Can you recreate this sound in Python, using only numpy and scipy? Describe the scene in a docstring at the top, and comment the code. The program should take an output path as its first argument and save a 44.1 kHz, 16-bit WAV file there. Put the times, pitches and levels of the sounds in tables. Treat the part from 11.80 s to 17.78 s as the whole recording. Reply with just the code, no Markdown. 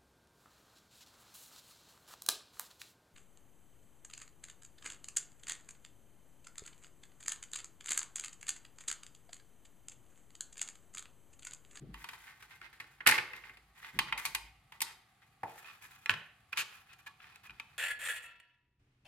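"""Hands break plastic support bars off printed parts on a wooden table in a small room.
First a loose bar ticks; light blows fall on a plate, then it tears from its base in a run of cracks and clatters;
another bar is pried away and laid down; a dull knock on the table follows; last, a ribbed housing is lifted,
turned, and judders. Blows are noise bursts over damped modes, scrapes and rubbing fingers are random clicks shaped
by spectra, and low noise rumbles and booms as the arms lean on and shove the table, most of it in the first half."""
import sys
import numpy as np
from scipy import signal
from scipy.fft import rfft, irfft, next_fast_len
from scipy.io import wavfile
from scipy.ndimage import uniform_filter1d

SR = 44100
rng = np.random.default_rng(int(sys.argv[2]) if len(sys.argv) > 2 else 0)


def transcribe(signal):
    """Save signal, clipped to [-1, 1], as a 16-bit WAV file at the path in sys.argv[1]."""
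    frames = np.atleast_2d(signal).T
    limited = np.clip(frames, -1, 1)
    pcm = np.round(limited * 32767).astype(np.int16)
    wavfile.write(sys.argv[1], SR, pcm)


N = 263718  # length in samples

# Modes each part rings with: (frequency [Hz], relative level [dB], decay by 60 dB [s])
PLATE_MODES = [(862, -13, 0.24), (1130, -10, 0.083), (1260, -12, 0.054), (1536, -4, 0.078),
               (1816, 2, 0.036), (2095, 0.5, 0.098), (2111, -6.5, 0.11), (2497, -2, 0.066),
               (2670, -11, 0.031)]
BAR_MODES = [(906, -4, 0.07), (1131, -4, 0.054), (1988, -3.5, 0.088), (2124, 5.5, 0.023), (2464, -5, 0.11),
             (2732, -8.5, 0.13), (3116, -2.5, 0.099), (3760, -12, 0.14), (4450, -16, .08)]
HOUSING_MODES = [(892, -9, 0.097), (1137, -7, 0.12), (1355, -6, 0.14), (1693, -0.5, 0.07),
                 (1793, -4.5, 0.069), (2461, 5, 0.058), (2577, -2, 0.058), (2800, -3, 0.046),
                 (3028, -7, 0.061), (3320, -5, 0.062), (3950, -5.5, .05), (5560, -11, 0.045)]
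# Stick and slip of a stroke: (frequency [Hz], relative level [dB])
RASP = [(100, -30), (350, -18.5), (650, -19.5), (850, -6), (1400, -1), (2200, -1), (2800, -5), (3500, -7),
        (5000, -14), (7000, -25)]
# Skin and edges on the print's ridges: (frequency [Hz], relative level [dB])
FIZZ = [(3500, -30.5), (5000, -8), (7000, -2.5), (9000, -6), (12000, -1.5), (14000, -9), (16000, -11)]


def amp(db):
    """Decibels to gain."""
    return 10 ** (np.asarray(db) / 20)


def read(points, hz):
    """A table's value on a log-frequency axis."""
    f, value = np.transpose(points)
    return np.interp(np.log(hz + 1), np.log(f + 1), value)


def evened(x):
    """Scales to an rms of one."""
    return x / np.sqrt(np.mean(x ** 2) + 1e-20)


def peaked(x, size=130):
    """Scales so that the loudest three milliseconds have an rms of one."""
    power = uniform_filter1d((x ** 2).mean(0), size, mode="constant")
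    return x / np.sqrt(power.max() + 1e-20)


def add(mix, s, sound):
    """Mixes a sound in at time s."""
    part = mix[:, max(round(s * SR), 0):][:, :sound.shape[1]]
    part += sound[:, :part.shape[1]]


def paired(z, hz):
    """Two unrelated spectra become a microphone pair, alike in the bass."""
    # Likeness of the two channels: (frequency [Hz], left-right correlation [-1 to 1])
    likeness = [(100, .99), (350, .96), (800, .72), (2000, .68), (4000, .42), (12000, .3)]
    same = np.clip(read(likeness, hz), -1, 1)
    mid = z[0] * np.sqrt((1 + same) / 2)
    side = z[1] * np.sqrt((1 - same) / 2)
    return np.array([mid + side, mid - side])


def favoured(hz, centre_hz, lift_db=6, octaves=0.31):
    """The spot of contact lifts the modes near one frequency, in dB; less so among the crowded treble modes."""
    distance = np.log2((hz + 1) / centre_hz) / octaves
    return lift_db / (1 + (centre_hz / 9000) ** 2) * np.exp(-distance ** 2)


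def coloured(x, spectrum, centre_hz=None):
    """Gives two noise channels a spectrum, with a favoured frequency if there is one; rms one."""
    size = next_fast_len(x.shape[1])
    hz = np.fft.rfftfreq(size, 1 / SR)
    skirt = 1 / (1 + (hz / spectrum[-1][0] / 2) ** 4)  # fades out above the table's last frequency
    db = read(spectrum, hz) + (favoured(hz, centre_hz) if centre_hz else 0)
    shaped = paired(rfft(x, size), hz) * amp(db) * skirt
    return evened(irfft(shaped, size)[:, :x.shape[1]])


def noise(spectrum, size, centre_hz=None):
    """Smooth stereo noise of a given spectrum."""
    return coloured(rng.standard_normal((2, size)), spectrum, centre_hz)


def grit(spectrum, size, per_s, spread_db, centre_hz=None, smooth=0.18):
    """Tiny slips and fractures along the print's ridges: random clicks of uneven strength over faint noise."""
    strength = amp(spread_db * np.minimum(rng.exponential(1, size), 4))
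    slips = (rng.random(size) < per_s / SR) * strength
    return coloured((slips + smooth) * rng.standard_normal((2, size)), spectrum, centre_hz)


def burst(t, rise, fall):
    """A burst's envelope: short rise, then exponential decay."""
    return (1 - np.exp(-t / rise)) * np.exp(-t / max(fall, .0007))


def ring(modes, centre_hz, size=5120):
    """Damped modes; every blow lands on another spot and weights them anew."""
    t = np.arange(size) / SR
    hz, db, t60 = np.transpose(modes)[:, :, None]
    weight, detune, turn, aside = rng.standard_normal((4, len(modes), 1))
    phase = 2 * np.pi * (hz * (1 + 0.001 * detune) * t + turn)
    height = amp(db + 1.1 * weight + favoured(hz, centre_hz)) * np.exp(-np.log(1000) * t / t60)
    # opposite phase shifts spread each mode between left and right
    pair = [(height * np.sin(phase + way * 0.48 * aside)).sum(0) for way in (-1, 1)]
    return np.array(pair) * (1 - np.exp(-t / 0.00042))


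def from_the_left(x, count=2):
    """The sound reaches the right port a few samples after the left."""
    return np.array([x[0], np.pad(x[1], (count, 0))[:N]])


def still_room():
    """The steady, faint noise of the room at rest."""
    # Noise floor: (frequency [Hz], relative level [dB])
    floor = [(15, -42), (25, -4.5), (123, 6.5), (249, -7), (610, -17), (765, 2.5), (988, -19.5), (1130, -2),
             (1560, -12), (2050, -10.5), (4610, -16), (5570, -24.5), (11300, -22.5), (12900, -26.5),
             (16000, -48.5)]
    return amp(-70) * noise(floor, N)


def room(x, build=0.0033):
    """Reflections of a small hard room, fed by the left channel, each band dying at its own speed."""
    # Reverberation: (frequency [Hz], decay by 60 dB [s])
    room_t60 = [(120, 0.22), (500, 0.67), (1000, 0.39), (2000, 0.62), (4000, 0.44), (8000, 0.33),
                (15000, 0.4)]
    # Colour of the reflections: (frequency [Hz], level before the walls' overall gain [dB])
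    room_db = [(120, -3), (500, -1.5), (1000, -4), (2000, -12), (5000, -6), (14000, -15)]
    hz, t, z = signal.stft(rng.standard_normal((2, SR)), SR, nperseg=256)
    fall = np.log(1000) / np.maximum(read(room_t60, hz), .05)[:, None]
    z = z * np.exp(-fall * t) * np.sqrt(2 * fall / SR) * amp(read(room_db, hz))[:, None]
    tail = signal.istft(z, SR, nperseg=256)[1][:, :SR]
    tail = irfft(paired(rfft(tail), np.fft.rfftfreq(SR, 1 / SR)), SR)
    tail *= 1 - np.exp(-np.arange(SR) / SR / build)
    return signal.fftconvolve(x[:1], tail, axes=1)[:, :N]


def rumble():
    """The table top rumbles under resting arms and booms briefly at each shove."""
    # An arm shoves the table top: (time [s], deep level [dB], boom level [dB])
    shoves = [(0.0, -53.5, -46.5), (2.13, -57.5, -49.5), (2.29, -59.5, -65.5), (2.441, -63, -68),
              (2.6, -62.5, -70), (5.67, -69, -66.5)]
    # Slow give of the table: (frequency [Hz], relative level [dB])
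    deep_spectrum = [(20, -13.5), (35, -4.5), (52, 23), (90, -35), (150, -15), (400, -45.5), (1000, -79)]
    # Boom of the table top: (frequency [Hz], relative level [dB])
    boom_spectrum = [(60, -41), (130, 3.5), (220, -6), (340, -9), (480, -20.5), (900, -42), (2000, -70.5)]
    rise_s, deep_fall_s, boom_fall_s = 0.038, .13, 0.071
    lean_until_s, lean_db = 2.7, -76  # the arms rest on the table until then
    clock = np.arange(N) / SR
    deep = amp(lean_db) * np.exp(-np.maximum(clock - lean_until_s, 0) / deep_fall_s)
    boom = 0
    for s, deep_db, boom_db in shoves:
        t = np.maximum(clock - s, 0)
        push = np.minimum(t / rise_s, 1)
        after = np.maximum(t - rise_s, 0)
        deep = np.hypot(deep, amp(deep_db) * push * np.exp(-after / deep_fall_s))
        boom = np.hypot(boom, amp(boom_db) * push * np.exp(-after / boom_fall_s))
    return deep * noise(deep_spectrum, N) + boom * noise(boom_spectrum, N)


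def handling(waver_db=2.5, ring_db=-3):
    """Fingers rub the parts with an unsteady grip; first the plate sings under them, later the housing."""
    # Fingers slide to a new grip: (start [s], length [s], rasp level [dB], fizz level [dB])
    rubs = [(0.129, .34, -61.5, -68), (0.568, 0.19, -65.5, -74.5), (0.946, 0.18, -68, -77),
            (1.441, .26, -62, -75.5), (1.944, 0.22, -59.5, -70.5), (2.38, .1, -54.5, -60),
            (3.645, 0.28, -60.5, -68.5), (3.998, 0.36, -65.5, -71), (4.85, 0.11, -59.5, -71),
            (5.387, .16, -62, -82), (5.7, 0.31, -70.5, -89)]
    grip_s, let_go_s = 0.037, 0.055  # swell and decay of a rub
    t = np.arange(N) / SR
    rasp, fizz = amp(-80), amp(-85.5)  # fingers merely holding a part
    for s, length, rasp_db, fizz_db in rubs:
        slide = np.clip((t - s) / grip_s, 0, 1) * np.exp(-np.maximum(t - s - length, 0) / let_go_s)
        rasp = rasp + amp(rasp_db) * slide
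        fizz = fizz + amp(fizz_db) * slide
    slow = uniform_filter1d(uniform_filter1d(rng.standard_normal(N), size=700), size=300)
    grip_db = waver_db * evened(slow)
    slips = grit(RASP, N, 800, 1.9)
    plate = evened(signal.oaconvolve(slips, ring(PLATE_MODES, 1700), axes=1)[:, :N])
    housing = evened(signal.oaconvolve(slips, ring(HOUSING_MODES, 1250), axes=1)[:, :N])
    sung = np.where(t < 3.5, plate, housing)
    rubbed = rasp * evened(slips + amp(ring_db) * sung)
    return amp(grip_db) * (rubbed + fizz * grit(FIZZ, N, 3000, 1.4))


def in_hand(s):
    """The modes of the part being worked at time s."""
    if s < 1.9:
        return PLATE_MODES
    return BAR_MODES if s < 3.5 else HOUSING_MODES


def scrapes(ring_db=-1, size=4096):
    """Short strokes of stick and slip that bite quickly, ease off and set the part ringing."""
    # Plastic on plastic or wood:
    # (start [s], length [s], rasp level [dB], favoured frequency [Hz], fizz level [dB])
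    strokes = [(0.455, 0.092, -55, 1850, -75), (0.705, 0.038, -53.5, 1900, -74),
               (.825, 0.056, -51, 1680, -75), (1.335, .04, -32.5, 1890, -49),
               (1.546, 0.047, -52.5, 2400, -69), (1.641, 0.054, -55, 2150, -85),
               (2.021, 0.084, -49.5, 2210, -69), (2.272, 0.03, -45.5, 2050, -77),
               (2.382, 0.026, -42.5, 2200, -47.5), (2.921, 0.066, -60.5, 1950, -75),
               (3.052, 0.078, -53, 1600, -70), (3.415, 0.034, -65, 1700, -84),
               (3.772, 0.036, -55, 2510, -58), (3.839, 0.09, -52, 2400, -71),
               (4.015, .05, -54.5, 1700, -61.5), (4.108, 0.018, -56.5, 2030, -64),
               (4.723, .018, -46, 2300, -57.5), (4.757, 0.069, -49.5, 2200, -64),
               (5.083, .07, -59, 2400, -79), (5.184, 0.03, -59, 2390, -67.5),
               (5.262, 0.022, -48.5, 1114, -60.5), (5.633, 0.048, -54, 2490, -66)]
    out = np.zeros((2, N))
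    for s, length, rasp_db, centre_hz, fizz_db in strokes:
        progress = np.linspace(0, 1, int(abs(length) * SR) + 2)
        stroke = np.sqrt(np.abs(np.sin(np.pi * progress ** 0.78)))
        stroke = np.pad(stroke, (0, size))  # room for the ringing
        slips = stroke * grit(RASP, len(stroke), 900, 2.8)
        sung = signal.fftconvolve(slips, ring(in_hand(s), centre_hz), axes=1)[:, :len(stroke)]
        rasp = evened(evened(slips) + amp(ring_db) * evened(sung)) * slips.std()
        fizz = stroke * grit(FIZZ, len(stroke), 1800, 2.4)
        add(out, s, amp(rasp_db) * rasp + amp(fizz_db) * fizz)
    return out


def bumps(size=16384):
    """The table top gives under a part's weight and booms."""
    # A part lands: (time [s], level [dB])
    landings = [(1.295, -55.5), (3.636, -67), (4.296, -49)]
    # Boom under the weight: (frequency [Hz], relative level [dB])
    bump_spectrum = [(35, -28), (70, -11.5), (130, -2), (175, -3.5), (250, -23.5), (600, -49.5)]
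    out, t = np.zeros((2, N)), np.arange(size) / SR
    for s, db in landings:
        add(out, s, amp(db) * peaked(noise(bump_spectrum, size) * burst(t, 0.0027, 0.027)))
    return out


def blows(hits, modes, body, ring_db, edge_db, thud_db, crack_hz, crack_share, size=5120):
    """Each blow clacks, rings and cracks; the edge's tick and the table's thud follow from clack and crack."""
    # A stiff edge being hit: (frequency [Hz], relative level [dB])
    edge_spectrum = [(2200, -27.5), (3200, -4.5), (3900, -0.5), (4800, -2), (5700, -9.5), (7500, -23)]
    # Brittle contact: (frequency [Hz], relative level [dB])
    crack_spectrum = [(3500, -33), (5000, -11.5), (6200, -1.5), (8000, -1), (10000, -1.5), (12000, 2.2),
                      (13500, -5), (16000, -18)]
    # Table under a blow: (frequency [Hz], relative level [dB])
    thud_spectrum = [(40, -32), (90, -14), (140, 4), (210, -7), (350, 1.5), (600, -6), (900, -13),
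                     (2000, -52)]
    edge_follows = .6  # share of the crack in the tick's level; the clack gives the rest
    thud_follows = 0.72  # dB of thud for each dB of clack
    out, t = np.zeros((2, N)), np.arange(size) / SR
    for s, clack, centre_hz, crack, chatter in hits:
        dense = peaked(noise(body, size, centre_hz) * burst(t, 0.0013, chatter))
        ringing = amp(ring_db) * peaked(ring(modes, centre_hz))
        tick = peaked(noise(edge_spectrum, size) * burst(t, 0.00079, chatter))
        snap = grit(crack_spectrum, size, 3000, 2.5, crack_hz)
        snap = peaked(snap * burst(t, 0.00072, chatter * crack_share))
        thud = peaked(noise(thud_spectrum, size) * burst(t, 0.0024, .012))
        sound = amp(clack) * peaked(dense + ringing)
        sound += amp(clack + edge_follows * (crack - clack) + edge_db) * tick
        sound += amp(crack) * snap
        sound += amp(thud_follows * clack + thud_db) * thud
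        add(out, s, sound)
    return out


def table_knock():
    """A dull knock sets the low, short modes of the table top ringing."""
    # (time [s], clack level [dB], favoured frequency [Hz], crack level [dB], chatter time [s])
    table_hits = [(3.632, -32.5, 820, -61, 0.008)]
    # Modes: (frequency [Hz], relative level [dB], decay by 60 dB [s])
    table_modes = [(271, -9.5, 0.13), (471, -9, 0.1), (775, -1, 0.06), (850, -3, 0.06), (1120, -5, 0.065),
                   (1500, -11, 0.08)]
    # Crowd of short modes between them: (frequency [Hz], relative level [dB])
    table_body = [(180, -20), (300, -12), (600, -5), (830, 4.5), (1000, -1), (1200, -1), (2200, -7.5),
                  (3200, -23), (6000, -42)]
    return blows(table_hits, table_modes, table_body,
                 ring_db=-7, edge_db=-13, thud_db=-24.5, crack_hz=12000, crack_share=.8)


def judder(count=8, uneven=.15):
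    """A housing edge judders over ribs: a quick run of slips, each a little weaker than the last."""
    # First slip, before its timing wavers:
    # (time [s], clack level [dB], favoured frequency [Hz], crack level [dB], chatter time [s])
    first_slip = (4.772, -31.5, 2700, -37.5, 0.01)
    gap_s, fade_db = .0061, 1.17  # from one slip to the next
    s, clack, centre_hz, crack, chatter = first_slip
    late = uneven * rng.standard_normal(count)
    return [(s + (k + late[k]) * gap_s, clack - k * fade_db, centre_hz, crack - k * fade_db, chatter)
            for k in range(count)]


def housing_blows():
    """The ribbed housing clacks, rings and judders as it is handled."""
    # (time [s], clack level [dB], favoured frequency [Hz], crack level [dB], chatter time [s])
    housing_hits = [(4.259, -31, 2300, -49, 0.0016), (4.2945, -17.5, 1740, -44, 0.002),
                    (4.304, -30.5, 2450, -45, 0.003), (4.312, -33, 2600, -49, 0.0043),
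                    (4.338, -33, 1645, -58, .003), (4.7285, -32.5, 2480, -57, 0.0049),
                    (5.131, -58.5, 2400, -59, 0.0064), (5.267, -46, 1130, -61, .0093),
                    (5.402, -53, 3060, -84, 0.0034), (5.442, -51, 1310, -82, .0023),
                    (5.558, -51.5, 1700, -58, 0.0015), (5.695, -44.5, 2400, -80, 0.0031),
                    (5.705, -49, 2490, -66.5, 0.0028), (5.798, -36, 2470, -55, 0.0034)]
    # Crowd of short modes: (frequency [Hz], relative level [dB])
    housing_body = [(450, -35), (720, -20), (900, -10), (1250, -5), (1750, 0), (2100, -4), (2600, 1.5),
                    (3400, -8.5), (5000, -31)]
    return blows(housing_hits + judder(), HOUSING_MODES, housing_body,
                 ring_db=-9, edge_db=-4.0, thud_db=-41.5, crack_hz=6760, crack_share=0.85)


def bar_blows():
    """The loose bars click and ring under short blows."""
    # (time [s], clack level [dB], favoured frequency [Hz], crack level [dB], chatter time [s])
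    bar_hits = [(0.142, -44, 1210, -59, 0.0035), (0.242, -40.5, 1200, -52, .005),
                (0.288, -41, 1810, -51, 0.0067), (0.333, -45.5, 1120, -59, .0059),
                (2.189, -22.5, 2900, -32, .0053), (2.324, -25.5, 2150, -55, 0.0053),
                (2.376, -36.5, 2390, -44, 0.0075), (2.452, -32, 2200, -33, 0.0049),
                (2.458, -36, 2070, -36.5, 0.0097), (2.548, -29.5, 2464, -31.5, 0.0054),
                (2.921, -48, 900, -60.5, .0054), (3.005, -37.5, 2700, -37.5, 0.0032),
                (3.017, -33, 1880, -27.5, 0.0079)]
    # Crowd of short modes: (frequency [Hz], relative level [dB])
    bar_body = [(450, -38.5), (720, -14), (900, -0.5), (1500, -5), (2300, 0.5), (3100, -5), (3700, -13.5),
                (5000, -32)]
    return blows(bar_hits, BAR_MODES, bar_body,
                 ring_db=-5, edge_db=-3.5, thud_db=-38, crack_hz=9230, crack_share=0.83)


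def plate_blows():
    """Light blows on the plate, then it tears from its base crack after crack and clatters."""
    # The tear, and the blows before and after it, both:
    # (time [s], clack level [dB], favoured frequency [Hz], crack level [dB], chatter time [s])
    tear = [(1.2603, -34, 1988, -52, 0.0033), (1.2632, -25, 2664, -37.5, 0.0037),
            (1.2648, -18.5, 1490, -40, 0.0012), (1.2694, -21, 1710, -31, .0034),
            (1.2712, -21.5, 2300, -20.5, 0.0028), (1.2752, -17.5, 2100, -25.5, 0.0029),
            (1.2812, -23.5, 1001, -31, 0.012)]
    plate_hits = [(0.624, -50, 1360, -60.5, .0076), (0.814, -45, 1540, -65, 0.0037),
                  (0.928, -55, 1820, -67, 0.021), (1.0, -40.5, 1820, -55.5, 0.0096),
                  (1.041, -53, 1520, -71, .005), (1.205, -38.5, 1710, -76, 0.0061),
                  (1.288, -23.5, 2606, -31.5, 0.011), (1.296, -24.5, 1540, -42.5, 0.0031),
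                  (1.311, -25, 2040, -31, 0.0046), (1.32, -22, 1790, -43, .0081),
                  (1.379, -28.5, 2040, -45, 0.0027), (1.383, -24.5, 2140, -51, .006),
                  (1.533, -39.5, 2060, -63, .0062), (1.564, -52, 2400, -56.5, .003),
                  (1.637, -47, 2000, -80, 0.0068), (1.694, -46, 2040, -84, .005),
                  (1.771, -54, 2420, -65.5, .005)]
    # Crowd of short modes: (frequency [Hz], relative level [dB])
    plate_body = [(450, -33.5), (700, -15.5), (860, -6.5), (1400, 0.5), (2100, 3.5), (2700, 1),
                  (3400, -10.5), (5000, -35)]
    torn = blows(tear, PLATE_MODES, plate_body,
                 ring_db=-9, edge_db=-3.5, thud_db=-30, crack_hz=9010, crack_share=1.2)
    return torn + blows(plate_hits, PLATE_MODES, plate_body,
                        ring_db=-5, edge_db=-2.5, thud_db=-33, crack_hz=9000, crack_share=0.93)


def plastic(bars_db=0, housing_db=0):
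    """Every blow and stroke, as radiated in one direction; the housing is held nearer the middle."""
    bars = amp(bars_db) * bar_blows()
    housing = amp(housing_db) * housing_blows()
    others = plate_blows() + bars + table_knock() + scrapes() + bumps()
    return from_the_left(others, count=3) + from_the_left(housing, count=2)


def scene(walls_db=-3.0):
    """Direct sound and room; the walls are also fed by what the parts radiate away from the microphone."""
    near = plastic() + from_the_left(handling(), count=3)
    away = plastic(bars_db=-2, housing_db=-7)
    walls = amp(walls_db) * (room(near) + room(away))
    return near + walls + rumble() + still_room()


def record(dry, low_cut_hz=36, edge_hz=16300):
    """The two microphone ports differ in colour and shed the deepest bass; then the band limit."""
    # Colour of the ports: (frequency [Hz], left minus right level [dB])
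    balance_db = [(200, 1), (2200, -1.7), (5000, 1), (7000, 5.5), (9000, 5.5), (11000, 2), (13000, -3.5),
                  (16000, 5.5)]
    size = next_fast_len(N + SR)
    lean_db = read(balance_db, np.fft.rfftfreq(size, 1 / SR)) / 2  # half to each side
    heard = irfft(rfft(dry, size) * amp([lean_db, -lean_db]), size)[:, :N]
    low_cut = signal.butter(4, low_cut_hz, "highpass", fs=SR, output="sos")
    heard = signal.sosfilt(low_cut, heard)
    band_limit = signal.firwin(511, edge_hz, window=("kaiser", 9), fs=SR)
    return signal.oaconvolve(heard, band_limit[None], "same")


dry = scene()
out = record(dry)
transcribe(out)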